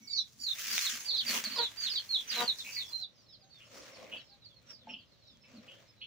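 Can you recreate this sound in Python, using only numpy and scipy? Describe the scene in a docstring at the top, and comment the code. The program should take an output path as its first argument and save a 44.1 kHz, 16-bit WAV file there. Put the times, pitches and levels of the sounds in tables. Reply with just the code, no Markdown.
"""Village yard from two spots

First dry husks and leaves are put down and pushed about, then, after a short crossfade to a second spot, a woven
sack is dragged: banded click bursts. Chicks cheep throughout (gliding whistles), a hen clucks and coos softly
(harmonics through a throat resonance), a small bird trills (chopped whistle). A hollow clay stove booms (resonant
noise), stalks snap and a pot is knocked (decaying sines). Noise makes the yard's murmur and a far drone;
ground and walls return short echoes."""
import sys
import numpy as np
from scipy import signal
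from scipy.io import wavfile

SR = 44100
rng = np.random.default_rng(int(sys.argv[2]) if len(sys.argv) > 2 else 0)


def linear_from_db(decibels):
    """Turn decibels (scalar or array-like) into linear amplitude factors; 0 gives 1."""
    return 10 ** (np.asarray(decibels, float) / 20)


def store_wav(level_fs):
    """Save 16-bit WAV to argv[1]."""
    pcm = np.round(np.clip(np.atleast_2d(level_fs), -1, 1) * 32767)
    wavfile.write(sys.argv[1], SR, pcm.T.astype(np.int16))


N = 267246

CUT_END_S, CROSSFADE_S = 3.06, .049   # a short crossfade joins the scene at the first spot to that at the second

# yard murmur spectrum: freq_hz, density_db_per_hz
YARD_SPECTRUM = [(18, -42), (30, -2.5), (127, 5.5), (649, -13), (988, -14), (2540, -17.5), (4190, -9.5),
                 (5310, -25), (8300, -52), (10800, -30), (13300, -41), (14800, -35), (16000, -44)]
# murmur level by spot: level_db
YARD_LEVEL_DB = [-66.5, -67.5]
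# left-right likeness of yard and rustle: freq_hz, correlation
LIKENESS = [(100, 0.28), (500, 0.35), (2000, 0.34), (8000, 0.084)]
HUM_HZ, HUM_WIDTH_HZ, HUM_DB = 115.6, 8.8, -77.5

# hen clucks and soft coos: start_s, length_s, start_hz, end_hz, level_db
CLUCKS_AND_COOS = [(1.453, .043, 630, 600, -50.5), (1.559, .022, 1100, 1050, -41.5),
                   (1.566, .087, 476, 466, -31), (2.36, .12, 240, 239, -29), (2.967, .11, 746, 700, -63.5),
                   (3.409, .11, 767, 777, -65), (4.291, .11, 797, 807, -65.5)]
HEN_THROAT_HZ, HEN_THROAT_WIDTH_HZ, HEN_PAN_DB = 900, 1000, 3.0   # positive pan: left

# small bird trills: start_s, length_s, start_hz, end_hz, level_db
TRILLS = [(2.636, .22, 2382, 2676, -34), (2.758, .09, 2304, 2176, -34), (3.601, .075, 2643, 2990, -41),
          (4.113, .13, 2753, 3050, -30.5), (4.887, .17, 2640, 3105, -34), (5.431, .26, 2520, 2820, -57),
          (5.675, .15, 2690, 3210, -42), (6.009, .15, 2680, 3350, -31.5)]
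TRILL_ATTACK_S, CYCLES_PER_THROB, BIRD_PAN_DB = .014, 9.6, -1.5

# cheeps, and a faint, level whistle of another bird: start_s, length_s, start_hz, end_hz, level_db
CHEEPS = [(.018, .07, 6100, 5130, -59.5), (.003, .17, 2230, 2230, -67), (.07, .06, 7300, 6900, -58),
          (.085, .035, 4400, 3450, -49), (.115, .06, 5800, 4700, -45), (.151, .06, 6150, 5400, -45),
          (.163, .056, 6810, 5130, -51), (.15, .065, 4900, 3400, -33), (.398, .052, 5700, 5000, -51),
          (.4, .055, 7250, 6700, -53), (.455, .04, 4400, 3500, -35), (.48, .05, 4300, 3300, -35),
          (.81, .04, 4200, 4250, -37), (.85, .035, 4600, 3100, -33), (.992, .03, 6520, 6350, -50),
          (1.084, .036, 4500, 3450, -31), (1.135, .04, 4400, 3300, -33), (1.175, .045, 4400, 2800, -31),
          (1.166, .04, 5000, 3900, -34), (1.262, .055, 4750, 4150, -33), (1.438, .03, 4800, 4000, -35),
          (1.488, .061, 4600, 4350, -43), (1.553, .053, 4400, 2960, -38), (1.556, .06, 5000, 4000, -34),
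          (1.61, .055, 4500, 3300, -32), (1.58, .05, 4450, 3600, -34), (1.797, .036, 6480, 6340, -50.5),
          (1.86, .035, 4100, 2750, -36), (1.894, .038, 5150, 4200, -33.5), (1.938, .053, 4600, 2840, -34),
          (1.945, .045, 4900, 4200, -33), (2.09, .05, 4400, 4000, -34), (2.126, .045, 4300, 3250, -27),
          (2.175, .035, 4200, 3100, -38), (2.275, .02, 6100, 5900, -46), (2.29, .06, 5200, 3000, -35),
          (2.345, .065, 4200, 3750, -34), (2.478, .035, 4300, 3400, -25), (2.585, .035, 4300, 3250, -39),
          (2.72, .03, 6100, 5000, -48), (2.745, .085, 5000, 3300, -36), (2.85, .07, 5800, 4300, -55),
          (2.827, .076, 3400, 3400, -51), (2.92, .055, 4150, 4110, -36), (2.99, .03, 4250, 4100, -42),
          (3.015, .038, 4200, 3450, -39), (3.01, .029, 5000, 4350, -52.5), (3.14, .08, 5300, 4400, -67),
          (3.154, .11, 6400, 5100, -73), (3.258, .1, 4400, 2950, -65), (3.282, .067, 5300, 5130, -63.5),
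          (3.319, .04, 5250, 3650, -56), (3.397, .051, 5400, 3650, -64.5), (3.432, .06, 6500, 6350, -74),
          (3.497, .06, 4480, 4450, -60), (3.526, .07, 3860, 3340, -61), (3.645, .033, 5450, 5100, -67),
          (3.8, .03, 4600, 4100, -63), (3.915, .07, 5600, 5100, -61), (3.94, .035, 4690, 4170, -58),
          (4.166, .055, 4800, 3460, -58.5), (4.2, .11, 5480, 5100, -67), (4.255, .076, 4580, 3480, -67),
          (4.284, .068, 5100, 3550, -61.5), (4.412, .041, 4130, 3480, -62.5), (4.44, .035, 4900, 4000, -54),
          (4.487, .055, 3720, 3150, -65.5), (4.542, .05, 4450, 4020, -63.5), (4.665, .06, 5750, 5300, -55),
          (4.7, .07, 5200, 4450, -58), (4.72, .07, 5350, 5200, -64), (4.785, .06, 4170, 3220, -62),
          (4.882, .063, 5560, 5150, -59.5), (4.923, .018, 5300, 4000, -63), (4.97, .06, 5280, 3800, -67),
          (5.095, .091, 4700, 2980, -72), (5.221, .15, 4100, 3170, -64.5), (5.25, .053, 5000, 3500, -65),
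          (5.261, .073, 5630, 4770, -65.5), (5.405, .08, 5350, 5200, -68), (5.543, .048, 4870, 3820, -63.5),
          (5.87, .05, 5400, 5000, -65), (5.962, .07, 4100, 3540, -67), (5.999, .06, 4350, 4100, -59)]
# cheeps that hold their pitch, then fall: start_s, length_s, level_db
HELD_CHEEPS = [(.073, .135, -37), (.39, .115, -39), (.69, .096, -36), (1.051, .12, -36), (1.769, .125, -36),
               (2.406, .11, -44), (2.718, .096, -43)]
HELD_START_HZ, HELD_END_HZ = 4600, 3420
HELD_CHEEP_SHARE, CHEEP_SHARE = .92, .56   # share of the fall still ahead at half time
# loudest far cheeps by spot: level_db
FAR_CHICKS_DB = [-62, -75]
CHICK_THROAT_HZ, CHICK_THROAT_WIDTH_HZ = 3920, 3250
BROOD_PAN_DB, BROOD_PAN_SPREAD_DB = -6.5, 2.5

KNOCK_S, KNOCK_DB = 4.87, -41
# pot modes: freq_hz, level_db, t60_s
POT_MODES = [(700, 7, 0.16), (871, 6, 0.17), (1600, -11, 0.16)]
# snapping stalks, the first one heard again 11 ms later as an echo: start_s, level_db, pan_db
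SNAPS = [(.7803, -12, -1), (.7912, -18, -2), (1.4401, -19, 0), (.2423, -50, -1), (.2783, -50, 0),
         (5.372, -50, -1), (.5297, -38, 0), (.5581, -34, -1), (1.352, -26, 0), (1.365, -24, -1),
         (3.735, -50, 0), (4.7127, -50, -6), (5.3313, -56, -1)]
# stalk modes: freq_hz, width_hz, level_db
STALK_MODES = [(1550, 2100, -41), (2300, 500, 24), (3540, 330, 18), (6000, 1500, 29.5), (7840, 1100, -2),
               (10600, 3200, -21), (14290, 2000, -18)]

# stove booms when the ground beside it is jolted: start_s, hold_s, level_db
BOOMS = [(0.0, .04, -64), (.39, .02, -66.5), (.72, .02, -60.5), (.93, .02, -61.5), (1.3, .075, -50.5),
         (1.47, .07, -54.5), (1.84, .03, -68), (2.33, .05, -64), (2.42, .02, -53), (2.63, .02, -63),
         (4.13, .05, -66), (4.71, .02, -71), (4.89, .07, -59), (5.33, .04, -70), (5.57, .02, -52)]
STOVE_HZ, STOVE_WIDTH_HZ = 230, 51   # air in the hollow clay stove
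BOOM_RISE_DB_PER_S, BOOM_FADE_DB_PER_S = 260, 330

# drags, and a faint steady low stirring under them: start_s, hold_s, level_db
DRAGS = [(.55, 2.4, -78), (.72, .03, -69), (1.09, .05, -73), (1.33, .045, -56), (1.59, .02, -57.5),
         (2.39, .05, -55), (3.1, 2.96, -88), (3.74, .09, -67), (3.85, .32, -71), (4.02, .03, -66),
         (4.12, .04, -68), (4.71, .01, -77), (4.88, .04, -73), (5.5, .34, -77)]
DRAG_RISE_DB_PER_S, DRAG_FADE_DB_PER_S = 250, 330
SACK_HZ, SACK_WIDTH_HZ, SACK_HUM_DB = 541.4, 130, 6.5   # level relative to the drag
# pushes at husks, later the sack, and a faint steady stirring under them:
# start_s, hold_s, crunch_db, fine_crackle_db, fade_db_per_s
PUSHES = [(0.0, .4, -83, -72, 100), (.43, .04, -74, -61, 100), (.5, .04, -64, -57, 100),
          (.6, .09, -51, -47.5, 100), (.73, .11, -45, -41.5, 70), (1.0, 1.8, -69, -65, 35),
          (1.31, .075, -42, -42, 300), (1.45, .02, -49, -49, 200), (1.52, .11, -53, -56.5, 150),
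          (1.83, .03, -51.5, -54, 90), (1.95, .3, -69, -64, 90), (2.35, .07, -44, -48, 200),
          (2.58, .2, -69, -59, 60), (3.1, 2.96, -84, -90, 100), (3.6, .1, -71, -76, 30),
          (3.75, .04, -61.5, -67, 60), (3.85, .33, -64, -74.5, 250), (4.7, .015, -66, -75, 400),
          (4.88, .03, -69, -90, 200), (5.5, .32, -70, -81, 100)]
PUSH_RISE_DB_PER_S = 220
# bands of drag, crunch, fine crackle: low_hz, high_hz
PART_BANDS = [(300, 430), (1150, 2100), (6800, 15500)]
# borders between those parts: freq_hz
PART_EDGES_HZ = [1050, 5000]
# husk spectrum: freq_hz, density_db_per_hz
HUSK_SPECTRUM = [(59, -59), (100, -29), (215, -11), (343, -14.5), (705, -8), (818, -24.5), (1280, 9.5),
                 (1550, 15.5), (3540, 16.5), (4980, -3.5), (5900, -4.5), (8830, -11), (15000, -13),
                 (16000, -6)]
# sack spectrum: freq_hz, density_db_per_hz
SACK_SPECTRUM = [(59, -36), (100, -26), (322, -10.5), (406, -29), (547, -1), (691, -31), (1230, -11),
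                 (1390, -19.5), (1950, -11.5), (3320, -16), (9820, -37), (13200, -55), (15000, -37),
                 (16000, -36)]
BASE_GRAINS_PER_S, BURST_GAIN, GRAIN_SPREAD_DB = 3000, .8, 4.0

ECHO_T60_S, ECHO_DB = .16, -3.5
# house wall delay by spot: delay_s
SLAP_DELAY_S = [.0197, .0097]
# house wall level at left, right: level_db
SLAP_LEVEL_DB = [-6, -12]
EAR_LAG_S_PER_DB = 0.00004   # lag at the far port per dB of pan
# microphone peaks and dips: freq_hz, width_hz, gain_db
MICROPHONE = [(5100, 400, -2.5), (6210, 2100, 5), (8530, 750, -4.5), (13500, 2100, -7), (15160, 1400, 12)]


def second_spot():
    """Share of the second spot over time: rises from 0 to 1 in the crossfade."""
    return np.clip((np.arange(N) / SR - CUT_END_S) / CROSSFADE_S + 1, 0, 1)


def at_hz(points, hz):
    """Read a spectrum on a log-frequency axis."""
    freq_hz, value = np.array(points).T
    return np.interp(np.log(hz), np.log(freq_hz), value)


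def density_db(spectrum, hz, band_hz):
    """Gain at hz that gives white noise of rms 1 a level of 0 dB in the band."""
    grid_hz = np.linspace(*band_hz, num=200)
    mean_power = np.mean(linear_from_db(at_hz(spectrum, grid_hz)) ** 2)
    return at_hz(spectrum, hz) - 10 * np.log10(mean_power * (band_hz[1] - band_hz[0]) * 2 / SR)


def drift(rate_hz):
    """Slow curve through normal random points, two per cycle of rate_hz."""
    knots = np.arange(0, N + SR, SR / rate_hz / 2)
    return np.interp(np.arange(N), knots, rng.standard_normal(len(knots)))


def wobble(size, points_per_s):
    """Short curve through normal random points."""
    return np.interp(np.arange(size) * points_per_s / SR, np.arange(200), rng.standard_normal(200))


def flutter(size, points_per_s, depth_db):
    """Wavering gain of mean power 1."""
    gain = linear_from_db(depth_db * wobble(size, points_per_s))
    return gain / np.sqrt(np.mean(gain ** 2))


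def tone(hz):
    """Sine whose phase is the running sum of its frequency."""
    return np.sin(2 * np.pi * np.cumsum(hz) / SR)


def resonant_noise(hz, width_hz):
    """Noise twice through one resonance; rms 1."""
    r = np.exp(-np.pi * width_hz / SR)
    section = [1, 0, -1, 1, -2 * r * np.cos(2 * np.pi * hz / SR), r * r]
    sound = signal.sosfilt([section, section], rng.standard_normal(N))
    return sound / sound.std()


def ring(modes, size):
    """Decaying sines of freq_hz, level_db, t60_s with random strength and phase; peak 1."""
    t = np.arange(size) / SR
    sound = np.zeros(size)
    for hz, db, t60_s in modes:
        decay = linear_from_db(db + rng.normal(0, 2) - 60 * t / t60_s)
        sound += decay * np.sin(2 * np.pi * (hz * t + rng.random()))
    return sound / np.abs(sound).max()


def add(out, start_s, sound, pan_db):
    """Mix in a short sound, louder and earlier on the near side."""
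    for side, sign in enumerate((.5, -.5)):
        lag_s = max(-2 * sign * pan_db, 0) * EAR_LAG_S_PER_DB
        at = round((start_s + lag_s) * SR)
        out[side, at:at + len(sound)] += (sound * linear_from_db(sign * pan_db))[:max(N - at, 0)]


def strokes(rows, rise_db_per_s):
    """Power sum of swells that rise, hold and fade; those begun at the first spot end in the crossfade."""
    t = np.arange(0, N, 32) / SR
    first = np.clip((CUT_END_S - t) / CROSSFADE_S, 0, 1)
    power = np.zeros(len(t))
    for start_s, hold_s, db, fade_db_per_s in rows:
        rise_db = rise_db_per_s * np.maximum(start_s - t, 0)
        fade_db = fade_db_per_s * np.maximum(t - start_s - hold_s, 0)
        gate = first ** 2 if start_s < CUT_END_S else 1
        power += linear_from_db(db - rise_db - fade_db) ** 2 * gate
    return np.interp(np.arange(N) / SR, t, np.sqrt(power))


def wide_bands(streams, gain_at):
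    """Shape four streams in narrow log-spaced bands; mid and side shares set the left-right likeness."""
    pairs = streams.reshape(2, 2, N)
    out = np.zeros((2, N))
    edges_hz = np.geomspace(45, 17000, num=23)
    for k, (low, high) in enumerate(zip(edges_hz, edges_hz[1:])):
        hz = np.sqrt(low * high)
        band = signal.butter(2, [low, high], "band", fs=SR, output="sos")
        mid, side = signal.sosfilt(band, gain_at(hz) * pairs[k % 2])   # neighbour bands use other streams
        alike = np.clip(at_hz(LIKENESS, hz), -1, 1)
        out += np.sqrt(1 + alike) * mid + np.sqrt(1 - alike) * side * [[1], [-1]]
    return out / np.sqrt(2)


def far_drone():
    """Faint far drone: narrow resonant noise."""
    return linear_from_db(HUM_DB) * resonant_noise(HUM_HZ, HUM_WIDTH_HZ)


def yard_murmur():
    """Wide noise with the yard's spectrum, each band drifting slightly."""
    level = linear_from_db(YARD_LEVEL_DB[0] + (YARD_LEVEL_DB[1] - YARD_LEVEL_DB[0]) * second_spot())

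    def gain_at(hz):
        return level * linear_from_db(density_db(YARD_SPECTRUM, hz, (30, 16000)) + 0.5 * drift(4.6))

    return wide_bands(rng.standard_normal((4, N)), gain_at)


def clucks_and_coos():
    """Harmonics of a slightly unsteady pitch, weighted by one throat resonance."""
    out = np.zeros((2, N))
    for start_s, length_s, start_hz, end_hz, db in CLUCKS_AND_COOS:
        u = np.linspace(0, 1, round(length_s * SR))
        unsteady = 1 + 0.029 * (1 - u) ** 5.8 + 0.0089 * wobble(len(u), 60.0)
        turns = np.cumsum((start_hz + (end_hz - start_hz) * u) * unsteady) / SR
        voice = np.zeros(len(u))
        for k in range(1, 9):
            throat = 1 / (1 + (2 * (k * start_hz - HEN_THROAT_HZ) / HEN_THROAT_WIDTH_HZ) ** 2)
            voice += throat * np.sin(2 * np.pi * k * turns + k * k)
        swell = np.sin(np.pi * u ** 0.8) ** 1.52 * flutter(len(u), 60.0, depth_db=2.5)
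        add(out, start_s, linear_from_db(db) * swell * voice / np.abs(voice).max(), HEN_PAN_DB)
    return out


def small_bird():
    """Gliding whistle chopped into fast uneven throbs: sharp start, long fade."""
    out = np.zeros((2, N))
    for start_s, length_s, start_hz, end_hz, db in TRILLS:
        u = np.linspace(0, 1, round(length_s * SR))
        throb_hz = start_hz / CYCLES_PER_THROB * (1 + 0.19 * wobble(len(u), 142.0))
        throbs = np.cumsum(throb_hz) / SR
        chop = np.abs(np.sin(np.pi * throbs)) ** 3.55 * flutter(len(u), 250.0, depth_db=6.0)
        attack = np.minimum(u * length_s / TRILL_ATTACK_S, 1)
        swell = attack * linear_from_db(-27 * u) * np.minimum((1 - u) / 0.067, 1)
        hz = start_hz + (end_hz - start_hz) * u ** 0.43
        add(out, start_s, linear_from_db(db) * swell * chop * tone(hz), BIRD_PAN_DB)
    return out


def far_brood(count):
    """Random cheeps of chicks farther off, in the columns of CHEEPS."""
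    when, length, pitch, fall, level = rng.random((count, 5)).T
    start_s, length_s = when * (N / SR), 0.046 + 0.078 * length
    start_hz = 4200 + 1900 * pitch
    end_hz = start_hz - 600 - 900 * fall
    db = np.where(start_s + length_s < CUT_END_S, *FAR_CHICKS_DB) - 2.7 * level
    return np.transpose([start_s, length_s, start_hz, end_hz, db])


def brood():
    """All cheeps and the level whistle: start_s, length_s, start_hz, end_hz, level_db, held_share."""
    held = [(start_s, length_s, HELD_START_HZ, HELD_END_HZ, db, HELD_CHEEP_SHARE)
            for start_s, length_s, db in HELD_CHEEPS]
    return held + [(*row, CHEEP_SHARE) for row in [*CHEEPS, *far_brood(count=70)]]


def chicks():
    """Whistles on a bent pitch path (one stays level), each swelling, fluttering a little and fading."""
    out = np.zeros((2, N))
    for start_s, length_s, start_hz, end_hz, db, held in brood():
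        middle_hz = end_hz + held * (start_hz - end_hz)
        pan_db = BROOD_PAN_DB + BROOD_PAN_SPREAD_DB * rng.standard_normal()
        u = np.linspace(0, 1, round(length_s * SR))
        # parabola through start, middle and end
        hz = 2 * (u - .5) * (u - 1) * start_hz - 4 * u * (u - 1) * middle_hz + 2 * u * (u - .5) * end_hz
        hz = hz * (1 + 0.0071 * wobble(len(u), 141.6))
        swell = np.sin(np.pi * u ** 1.15) ** 0.4 * linear_from_db(0.7) * flutter(len(u), 143.3, depth_db=4.0)
        throat = 1 / (1 + (2 * (hz - CHICK_THROAT_HZ) / CHICK_THROAT_WIDTH_HZ) ** 2)
        add(out, start_s, linear_from_db(db) * swell * throat / throat.max() * tone(hz), pan_db)
    return out


def without_lows(x):
    """High-pass at 600 Hz."""
    return signal.sosfilt(signal.butter(2, 600, "high", fs=SR, output="sos"), x)


def pot_knock():
    """A pot knocked once, softly: ringing modes with a short ramp at the start."""
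    out = np.zeros((2, N))
    ramp = np.minimum(np.arange(9000) / (0.0035 * SR), 1)
    add(out, KNOCK_S, linear_from_db(KNOCK_DB) * ring(POT_MODES, size=9000) * ramp, 0)
    return without_lows(out)


def stalk_snaps():
    """Brittle stalks break with a ring of a few milliseconds; wider modes die sooner."""
    out = np.zeros((2, N))
    modes = [(hz, db, np.log(1000) / np.pi / width_hz) for hz, width_hz, db in STALK_MODES]
    for start_s, db, pan_db in SNAPS:
        add(out, start_s, linear_from_db(db) * ring(modes, size=600), pan_db)
    return without_lows(out)


def clay_stove():
    """Jolts set off the stove's air resonance: resonant noise under swells."""
    booms = strokes([(*row, BOOM_FADE_DB_PER_S) for row in BOOMS], BOOM_RISE_DB_PER_S)
    return booms * resonant_noise(STOVE_HZ, STOVE_WIDTH_HZ)


def drag_gain():
    """Level of the drags and the low stirring under them."""
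    return strokes([(*row, DRAG_FADE_DB_PER_S) for row in DRAGS], DRAG_RISE_DB_PER_S)


def sack_hum():
    """The half-empty sack hums with the drags and stirring: resonant noise, second spot only."""
    return linear_from_db(SACK_HUM_DB) * second_spot() * drag_gain() * resonant_noise(SACK_HZ, SACK_WIDTH_HZ)


def grains():
    """Four streams of uneven clicks over weak noise; a piece that gives way sets off a burst that thins out."""
    gives = (rng.random(N) < 45.0 / SR) * rng.exponential(1, N)
    bursts = signal.lfilter([1], [1, -np.exp(-1 / (0.0089 * SR))], gives + 1e-18)
    born = rng.random((4, N)) < BASE_GRAINS_PER_S * (1 + BURST_GAIN * bursts) / SR
    size = linear_from_db(GRAIN_SPREAD_DB * np.minimum(rng.exponential(1, (4, N)), 5))
    clicks = born * size * rng.choice([-1, 1], (4, N))
    return clicks / clicks.std() + .3 * rng.standard_normal((4, N))


def rustle():
    """Grains of husks, then sack, through bands: drag lowest, crunch between, fine crackle highest."""
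    second = second_spot()
    crunch = [(start_s, hold_s, db, fade) for start_s, hold_s, db, _, fade in PUSHES]
    fine = [(start_s, hold_s, db, fade) for start_s, hold_s, _, db, fade in PUSHES]
    parts = [drag_gain(), strokes(crunch, PUSH_RISE_DB_PER_S), strokes(fine, PUSH_RISE_DB_PER_S)]

    def gain_at(hz):
        part = np.searchsorted(PART_EDGES_HZ, hz)
        husks = linear_from_db(density_db(HUSK_SPECTRUM, hz, PART_BANDS[part]))
        sack = linear_from_db(density_db(SACK_SPECTRUM, hz, PART_BANDS[part]))
        return parts[part] * (husks + (sack - husks) * second) * linear_from_db(2.0 * drift(12.0))

    return wide_bands(grains(), gain_at)


def walls(x):
    """Scattered echoes off ground and mud walls, other ones for each ear."""
    t = np.arange(round(.3 * SR)) / SR
    sparse = rng.standard_normal((2, len(t))) * (rng.random((2, len(t))) < .025)
    echo = sparse * linear_from_db(-60 * t / ECHO_T60_S) * (t > .003)
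    echo /= np.sqrt((echo ** 2).sum(axis=1, keepdims=True))
    return linear_from_db(ECHO_DB) * signal.fftconvolve(x, echo, axes=1)[:, :N]


def house_wall(x):
    """One clear slap off the house front: delayed right channel, heard more on the left."""
    at, second = np.arange(N), second_spot()
    slap = np.zeros(N)
    for share, delay_s in zip((1 - second, second), SLAP_DELAY_S):
        slap += share * np.interp(at - delay_s * SR, at, x[1], left=0)
    return linear_from_db(np.array(SLAP_LEVEL_DB))[:, None] * slap


def scene():
    """Calls, snaps and knock get echoes; the whistles also slap off the house; the rest stays dry."""
    background = far_drone() + yard_murmur()
    clucks = clucks_and_coos()
    whistles = small_bird() + chicks()
    breaks = pot_knock() + stalk_snaps()
    handled = clay_stove() + sack_hum() + rustle()
    echoes = house_wall(whistles) + walls(whistles + linear_from_db(-6) * (breaks + clucks))
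    return background + clucks + whistles + breaks + echoes + handled


def band_limit(x):
    """A steep low-pass at the top of the band."""
    return signal.sosfilt(signal.butter(12, 16810, fs=SR, output="sos"), x)


def record(dry):
    """Microphone with treble peaks and dips, then a low-pass."""
    for hz, width_hz, db in MICROPHONE:
        cos_w, lift = np.cos(2 * np.pi * hz / SR), linear_from_db(db / 2)
        damp = np.tan(np.pi * width_hz / SR)
        zeros = [1 + damp * lift, -2 * cos_w, 1 - damp * lift]
        poles = [1 + damp / lift, -2 * cos_w, 1 - damp / lift]
        dry = signal.lfilter(zeros, poles, dry)
    finished = signal.sosfilt(signal.cheby2(12, 60, 16500, fs=SR, output="sos"), dry)
    return band_limit(finished)


dry = scene()
out = record(dry)
store_wav(out)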